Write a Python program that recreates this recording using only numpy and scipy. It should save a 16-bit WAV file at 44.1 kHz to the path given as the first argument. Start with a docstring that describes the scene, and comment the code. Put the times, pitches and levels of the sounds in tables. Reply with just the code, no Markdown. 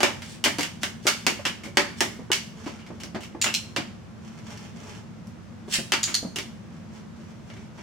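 """A dog's claws tap and skid on a metal tray as it pivots, and its soft paws thud.
The tray lies on the carpet of a small furnished room, so its ringing dies quickly.
A training clicker is pressed and let go twice, its steel leaf snapping each way.
Fur and sleeves rustle between the steps, over a low ventilation hum."""
import sys
import numpy as np
from scipy import signal
from scipy.fft import rfft, irfft
from scipy.io import wavfile
from scipy.ndimage import uniform_filter1d

SR = 44100
rng = np.random.default_rng(int(sys.argv[2]) if len(sys.argv) > 2 else 0)


def to_wav(sig):
    """Store sig (one row per channel, or 1-D mono) as 16-bit WAV at the path in sys.argv[1].

    Samples outside -1..1 are clipped; the rate is SR.
    """
    pcm = np.clip(np.atleast_2d(sig), -1, 1) * 32767
    pcm = np.round(pcm).astype(np.int16)
    wavfile.write(sys.argv[1], SR, pcm.T)  # frames by channels


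N = 344862


def undb(db):
    """Turn decibels into a volume multiplier."""
    return 10 ** (np.asarray(db) / 20)

def level(x, db):
    """Set a sound's average (rms) level."""
    return x * undb(db) / np.sqrt(np.mean(x ** 2) + 1e-20)

def unit(x):
    """Scale a sound to a total energy of one."""
    return x / np.sqrt(np.sum(x ** 2) + 1e-20)

def hit_level(x, db):
    """Set a short sound's level, averaged over 50 ms."""
    return unit(x) * undb(db) * np.sqrt(SR / 20)

def clock(seconds):
    """The time of each sample."""
    return np.arange(int(seconds * SR)) / SR

def add(track, start_s, x):
    """Mix a sound into the track."""
    i = max(0, int(start_s * SR))
    track[..., i:i + x.shape[-1]] += x[..., :max(0, N - i)]

def band(x, low_hz, high_hz):
    """Keep the pitches between two limits."""
    return signal.sosfilt(signal.butter(2, [low_hz, high_hz], "band", fs=SR, output="sos"), x)

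def along(points, hz):
    """Read between the rows of a (pitch_hz, value) table."""
    pitches, values = np.transpose(points)
    return np.interp(np.log(hz + 1), np.log(pitches), values)

def colour(x, points, size=4096):
    """Shape a sound's tone with a (pitch_hz, gain_db) table."""
    gain = undb(along(points, np.fft.rfftfreq(size, 1 / SR)))
    cepstrum = irfft(np.log(gain))
    cepstrum[1:size // 2] *= 2  # folded so that the filter never rings ahead of a hit
    cepstrum[size // 2 + 1:] = 0
    return signal.fftconvolve(x, irfft(np.exp(rfft(cepstrum))))[:len(x)]

def fade(t, fade_s):
    """Die away by 60 dB in fade_s."""
    return np.exp(-np.log(1000) * t / fade_s)

def wander(per_s):
    """A slow random drift, about 1 in size."""
    hold = int(SR / per_s)
    steps = np.repeat(rng.standard_normal(N // hold + 1), hold)
    return level(uniform_filter1d(steps, hold)[:N], 0)

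def ring(tones, t):
    """Struck metal rings with several tones, each fading at its own speed."""
    return unit(sum(undb(db) * fade(t, fade_s) * np.sin(2 * np.pi * (hz * t + rng.random()))
                    for hz, db, fade_s in tones))

def crack(n, spread_s):
    """A sharp hit travels through thin metal: high pitches arrive before low ones."""
    hz = np.fft.rfftfreq(n, 1 / SR)
    delay_s = spread_s / np.sqrt(1 + hz / 1000)
    return irfft(np.exp(-2j * np.pi * np.cumsum(delay_s) * SR / n), n)

def catches(n, per_s, spread_db):
    """Tiny random ticks of uneven size, as when rubbing surfaces stick and slip."""
    ticks = (rng.random(n) < per_s / SR) * rng.choice([-1, 1], n)
    return ticks * undb(spread_db * rng.standard_normal(n))

# How alike the room sounds on the left and right: pitch_hz, likeness (0 to 1)
STEREO_LIKENESS = [(40, 0), (120, 0.76), (300, 0.32), (1200, 0.26), (3000, 0.21), (8000, 0)]
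def room_noise(n):
    """Noise from all around at two close microphones: alike in the bass, unrelated in the treble."""
    alike = np.clip(along(STEREO_LIKENESS, np.fft.rfftfreq(n, 1 / SR)), 0, 1)
    mid, side = irfft(rfft(rng.standard_normal((2, n))) * np.sqrt([1 + alike, 1 - alike]), n)
    return np.array([mid + side, mid - side])

def room(x, direct_db, echo_db, hits=(1.0,), size=16384):
    """Play x once per hit, with room echoes that die quickly at first, then linger faintly."""
    t, hits = np.arange(size) / SR, unit(np.asarray(hits))
    decay = fade(t, fade_s=0.2) ** 2 + (undb(-12) * fade(t, fade_s=0.49)) ** 2
    energy = np.abs(signal.fftconvolve(decay, hits ** 2)[:size])
    # every spot in the room has its own pattern of echoes
    response = undb(echo_db) * np.sqrt(2) * unit(room_noise(size) * np.sqrt(energy))
    response[:, :len(hits)] += undb(direct_db) * hits
    return signal.fftconvolve(x[None], response, axes=1)

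# Tone of the rushing air: pitch_hz, gain_db
AIR_TONE = [(15, -56), (25, -31.5), (39, -30), (92, -4), (137, -6), (223, -4), (263, -15), (344, -14),
            (439, -22), (476, -19), (796, -23.5), (1330, -26), (4030, -38), (6050, -38.5), (16000, -61.5)]
# Low notes at which the room booms: pitch_hz, width_hz, level_db
ROOM_BOOMS = [(61.3, 17, -61), (172.9, 11.5, -53.5), (227.3, 12, -50.5)]
# Notes of the hum: pitch_hz, relative_level_db
HUM_NOTES = [(107.7, -58.5), (215.3, -55), (236.9, -59.5)]
def ventilation():
    """Air rushes steadily and keeps the room booming, along with a wavering hum."""
    t = np.arange(N) / SR
    rush = level(np.array([colour(side, AIR_TONE) for side in room_noise(N)]), db=-43)
    noise = room_noise(N)
    boom = sum(level(band(noise, hz - width / 2, hz + width / 2), db) for hz, width, db in ROOM_BOOMS)
    hum = sum(undb(db + 2) * np.sqrt(2) * np.sin(2 * np.pi * hz * t + 0.96 * wander(per_s=4.6))
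              for hz, db in HUM_NOTES)
    return rush + boom + hum

# Tone of fur and sleeves: pitch_hz, gain_db
RUSTLE_TONE = [(240, -45.5), (400, 7.5), (542, -11.5), (602, 4.5), (723, -0.5), (2960, -4), (4070, -10.5),
               (6130, -7), (15000, -33.5)]
# Brushing strokes: start_s, length_s, level_db
RUSTLE_STROKES = [(2.539, 0.19, -48.5), (2.846, .13, -60.5), (4.193, 0.27, -56), (4.452, 0.21, -49),
                  (4.747, 0.21, -49.5), (6.648, 0.31, -65), (6.9, 0.05, -56), (7.14, 0.16, -60),
                  (7.427, 0.19, -57.5), (7.742, .07, -49.5)]
def rustle(rise_s=0.051, fall_s=0.05):
    """Fur and cloth brush in soft, grainy strokes: each swells, holds and dies away."""
    strokes, t = np.zeros(N), np.arange(N) / SR
    for start_s, length_s, db in RUSTLE_STROKES:
        swell = np.clip((t - start_s) / rise_s, 0, 1)
        tail = np.exp(-np.maximum(t - start_s - length_s, 0) / fall_s)
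        strokes += undb(db) * swell * tail
    flicker = undb(0.5 * wander(per_s=27))
    grain = colour(catches(N, per_s=4000, spread_db=10.56), RUSTLE_TONE)
    return strokes * flicker * level(grain, 0)

# Clicker pressed, and let go: start_s, level_db
CLICKER_PRESSES = [(3.415, -25), (6.031, -25)]
CLICKER_RELEASES = [(3.5402, -25.5), (6.1426, -24)]
# Ringing of its steel leaf in each position: pitch_hz, level_db, fade_s
PRESSED_RING = [(2630, -24, 0.034), (3180, -15, 0.0035), (4930, -17, 0.024), (5600, -1, 0.0036),
                (6750, -11, 0.029), (7000, -2.5, 0.0045)]
RELEASED_RING = [(2670, 12, 0.0027), (3400, -34, 0.02), (4175, 13.5, 0.013), (4320, -19.5, 0.028),
                 (4510, 13, 0.0051), (5900, -22.5, 0.017), (8560, -12, 0.017)]
# Tone of the snap: pitch_hz, gain_db
SNAP_TONE = [(410, -55), (700, -16), (1180, -16), (1840, -9.5), (2400, -1.5), (3030, -3), (4260, -3.5),
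             (5260, 2), (6920, -0.5), (16000, -27)]
# A hand shields the clicker, so echoes off floor, walls and ceiling carry it: delay_s, gain_db
SNAP_PATHS = [(0, 7), (.0018, 11), (.0081, 12), (.0097, 9), (.0205, 2), (0.031, -2)]
def clicker():
    """A steel leaf buckles with a snap and springs back about an eighth of a second later."""
    out, t = np.zeros((2, N)), clock(.06)
    snap = unit(colour(crack(len(t), spread_s=.001), SNAP_TONE))
    paths = np.zeros(len(t))
    for delay_s, db in SNAP_PATHS:
        paths[int(delay_s * SR)] = undb(db)
    for clicks, tones in ((CLICKER_PRESSES, PRESSED_RING), (CLICKER_RELEASES, RELEASED_RING)):
        for start_s, db in clicks:
            click = hit_level(band(ring(tones, t), 1930, 14000) + undb(-2) * snap, db)
            add(out, start_s, room(click, direct_db=-1.5, echo_db=-1, hits=paths))
    return out

# Tone of the scuffs and hisses: pitch_hz, gain_db
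SWELL_TONE = [(290, -48), (500, -30), (570, -18), (1090, -27), (1570, -9.5), (2930, -6.5), (3440, -7.5),
              (8830, -12.5), (14500, -33), (16000, -25)]
# Scuffs, paw drags and, at 0.827 and 1.065 s, faint hisses: loudest_at_s, rise_s, fall_s, level_db
SWELLS = [(0.322, 0.081, 0.042, -44), (0.827, 0.011, 0.004, -39), (1.065, 0.025, 0.0059, -40.5),
          (1.765, .02, .008, -57.5), (1.985, .015, 0.011, -45), (5.746, 0.028, 0.014, -22)]
def scuffs_and_hisses():
    """Tiny ticks swell and fade: a paw scuffing the tray, or a faint hiss just before a tap."""
    out, t = np.zeros(N), np.arange(N) / SR
    grain = level(colour(catches(N, per_s=5000, spread_db=8.9), SWELL_TONE), 0)
    for loudest_at_s, rise_s, fall_s, db in SWELLS:
        width_s = np.where(t < loudest_at_s, rise_s, fall_s)
        out += grain * undb(db) / np.cosh((t - loudest_at_s) / width_s) ** 2.3
    return out

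# Soft paw pads landing: start_s, relative_level_db, pitch_hz
PAW_LANDINGS = [(0.036, -16.5, 613), (0.472, -19, 276), (0.586, -16, 298), (1.054, -20, 370),
                (1.28, -19.5, 336), (1.393, -29.5, 593), (1.663, -29.5, 217), (2.012, -17, 378),
                (2.19, -27, 220), (2.302, -18.5, 373), (2.664, -22, 294), (2.902, -28.5, 325),
                (3.145, -22.5, 217), (3.153, -26, 660), (3.347, -26.5, 320), (3.782, -18.5, 276),
                (5.679, -30, 372), (5.785, -21, 215), (6.228, -24.5, 234), (6.248, -22.5, 218),
                (6.359, -29, 345), (6.383, -26.5, 330)]
def paw_thuds():
    """A soft pad pushes the tray into the carpet: a dull knock with a little patter above it."""
    out, t = np.zeros((2, N)), clock(.12)
    for start_s, db, hz in PAW_LANDINGS:
        knock = unit(np.sin(2 * np.pi * hz * t) * fade(t, 0.032) * (1 - np.exp(-t / 0.0015)))
        puff = rng.standard_normal(len(t)) * fade(t, 0.089) * (1 - np.exp(-t / 0.00075))
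        patter = unit(band(puff, 0.91 * hz, 3 * hz))
        thud = hit_level(knock + undb(-4.5) * patter, db - 13)
        add(out, start_s, room(thud, direct_db=-3, echo_db=-2.5))
    return out

def touch(x, weight_db, sharp_db, spot_hz):
    """A heavy hit adds bass, a sharp one adds treble, and the spot it lands on favours one pitch."""
    bass_below_hz, treble_above_hz = 810, 5060
    spot_db, spot_octaves = 4.5, 0.2
    hz = np.geomspace(50, SR / 2, 120)
    bass = weight_db / (1 + (hz / bass_below_hz) ** 2)
    treble = sharp_db / (1 + (treble_above_hz / hz) ** 2)
    spot = spot_db * np.exp(-(np.log2(hz / spot_hz) / spot_octaves) ** 2)
    return colour(x, np.transpose([hz, bass + treble + spot]))

# Tone of the tray's short clack: pitch_hz, gain_db
CLACK_TONE = [(140, -27.5), (230, -2), (378, 0), (452, -9.5), (783, -4.5), (1060, -4.5), (2230, -1),
              (2530, -3.5), (2910, -1), (4010, -7.5), (5420, -6), (6700, -8.5), (12300, -24),
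              (14100, -25.5), (16000, -31)]
# Ringing of the tray: pitch_hz, level_db, fade_s
TRAY_RING = [(393.4, -9.5, 0.33), (582, 7, 0.1), (900, -2, 0.24), (1590, -6, 0.23), (2173, 4, 0.21),
             (2140, 5.5, 0.072), (2290, 15, 0.049), (2710, 0, 0.041), (2910, 1, 0.22), (2718, 7, 0.047),
             (3531, -2, 0.2), (4420, -8.5, 0.3), (4570, 15, 0.028), (4900, -11, 0.34), (5380, -3, 0.21),
             (5900, -2, 0.034), (6540, -14, 0.04), (6737, -18, 0.073), (6640, -16, 0.033),
             (7590, -14, 0.033)]
# Taps on the tray: start_s, skid_s, relative_level_db, weight_db, sharp_db, spot_hz
# They are claws, except at 4.574 s: a faint tick amid the rustle, perhaps a treat crumb.
TRAY_TAPS = [(.0045, 0.013, -28, 7, -2, 796), (0.0309, 0.0036, -17.5, 4.5, -2.5, 847),
             (.22, 0.012, -41.5, -1, 1, 2200), (0.4399, 0.02, -22.5, -5, 7.5, 2970),
             (0.459, 0.0057, -20.5, -1.5, -20, 1890), (0.5844, 0.016, -31, 2, 5.5, 854),
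             (0.608, 0.0073, -31.5, -20, 5, 2150), (.6316, 0, -30.5, -5.5, 2.5, 2900),
             (.8324, 0, -28, -1.5, 2.5, 1540), (0.841, .003, -33, -11, -12, 2900),
             (1.068, 0.018, -19, -3, 5.5, 1380), (1.2656, 0.0052, -22, 6.5, 5, 2500),
             (1.452, 0.022, -23, -4.5, -4.5, 2880), (1.635, 0.04, -43.5, 12, 5.5, 2200),
             (1.771, 0.0022, -17, 7, -3, 1790), (2.006, 0.0051, -24, 5.5, 6.5, 1930),
             (2.3165, 0.0051, -20, -21, -1, 2870), (2.3313, 0, -26.5, -15, 5.5, 5600),
             (2.66, 0.03, -39.5, 3, -6, 1350), (2.789, 0.031, -46, -12, -14, 2900),
             (2.864, 0.013, -52, 8, -2, 2200), (3.001, 0.018, -46, -3, 4, 2960),
             (3.0345, 0.0034, -44, 9.5, 6.5, 5560), (3.147, 0.021, -39.5, 14, -10, 806),
             (3.206, 0.029, -48.5, -4, 7, 2900), (3.233, 0.015, -43, -10, 1, 2900),
             (3.4422, 0.0051, -26, -1, 5, 1420), (3.462, 0.016, -22.5, -6.5, -15, 2770),
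             (3.7622, 0.012, -23, -5, -9.5, 605), (4.574, 0.0072, -49.5, -11, 1, 5450),
             (5.271, 0.0023, -71, -4, 25, 5530), (5.92, 0.0072, -21.5, -3.5, 0, 2800),
             (5.936, 0, -23, -1, -7, 1430), (6.073, 0.042, -35, 4, 3, 1400),
             (6.359, 0.0084, -32.5, -26, 5, 2900), (6.3856, 0.0034, -29, -30, -4, 2200),
             (7.501, 0.00026, -44.5, -4, -17, 2100), (7.565, .013, -53, 13, -6, 2090),
             (7.783, 0.021, -49, 16, -16, 2100)]
def tray_taps(chatter_strength=0.19, glancing_skid_s=0.026):
    """Each tap makes the tray clack and ring, and a skidding claw chatters on it."""
    out, t = np.zeros((2, N)), clock(.14)
    clack = unit(colour(crack(len(t), spread_s=.0018), CLACK_TONE))
    for start_s, skid_s, db, weight_db, sharp_db, spot_hz in TRAY_TAPS:
        skid = np.exp(-(t / (skid_s + 1e-4)) ** 2)
        hits = chatter_strength * catches(len(t), per_s=2000, spread_db=1.7) * skid
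        hits[0] = 1 / (1 + skid_s / glancing_skid_s)  # a longer skid softens the first hit
        strike = hit_level(clack + undb(-9.5) * ring(TRAY_RING, t), db)
        tap = touch(strike, weight_db, sharp_db, spot_hz)
        add(out, start_s, room(tap, direct_db=-6.5, echo_db=-1.5, hits=hits))
    return out

def scene():
    """The dog and the clicker, a touch to the right, over the ventilation."""
    brushing = room(scuffs_and_hisses() + rustle(), direct_db=-6, echo_db=2)[:, :N]
    balance = undb([[-.4], [.4]])
    return (tray_taps() + paw_thuds() + clicker() + brushing) * balance + ventilation()

def record(dry, ceiling=.65, top_hz=15900):
    """Round off the sharpest peaks and cut the highest treble."""
    rounded = ceiling * np.tanh(dry / ceiling)
    return signal.sosfilt(signal.ellip(10, .2, 75, top_hz, fs=SR, output="sos"), rounded)


dry = scene()
out = record(dry)
to_wav(out)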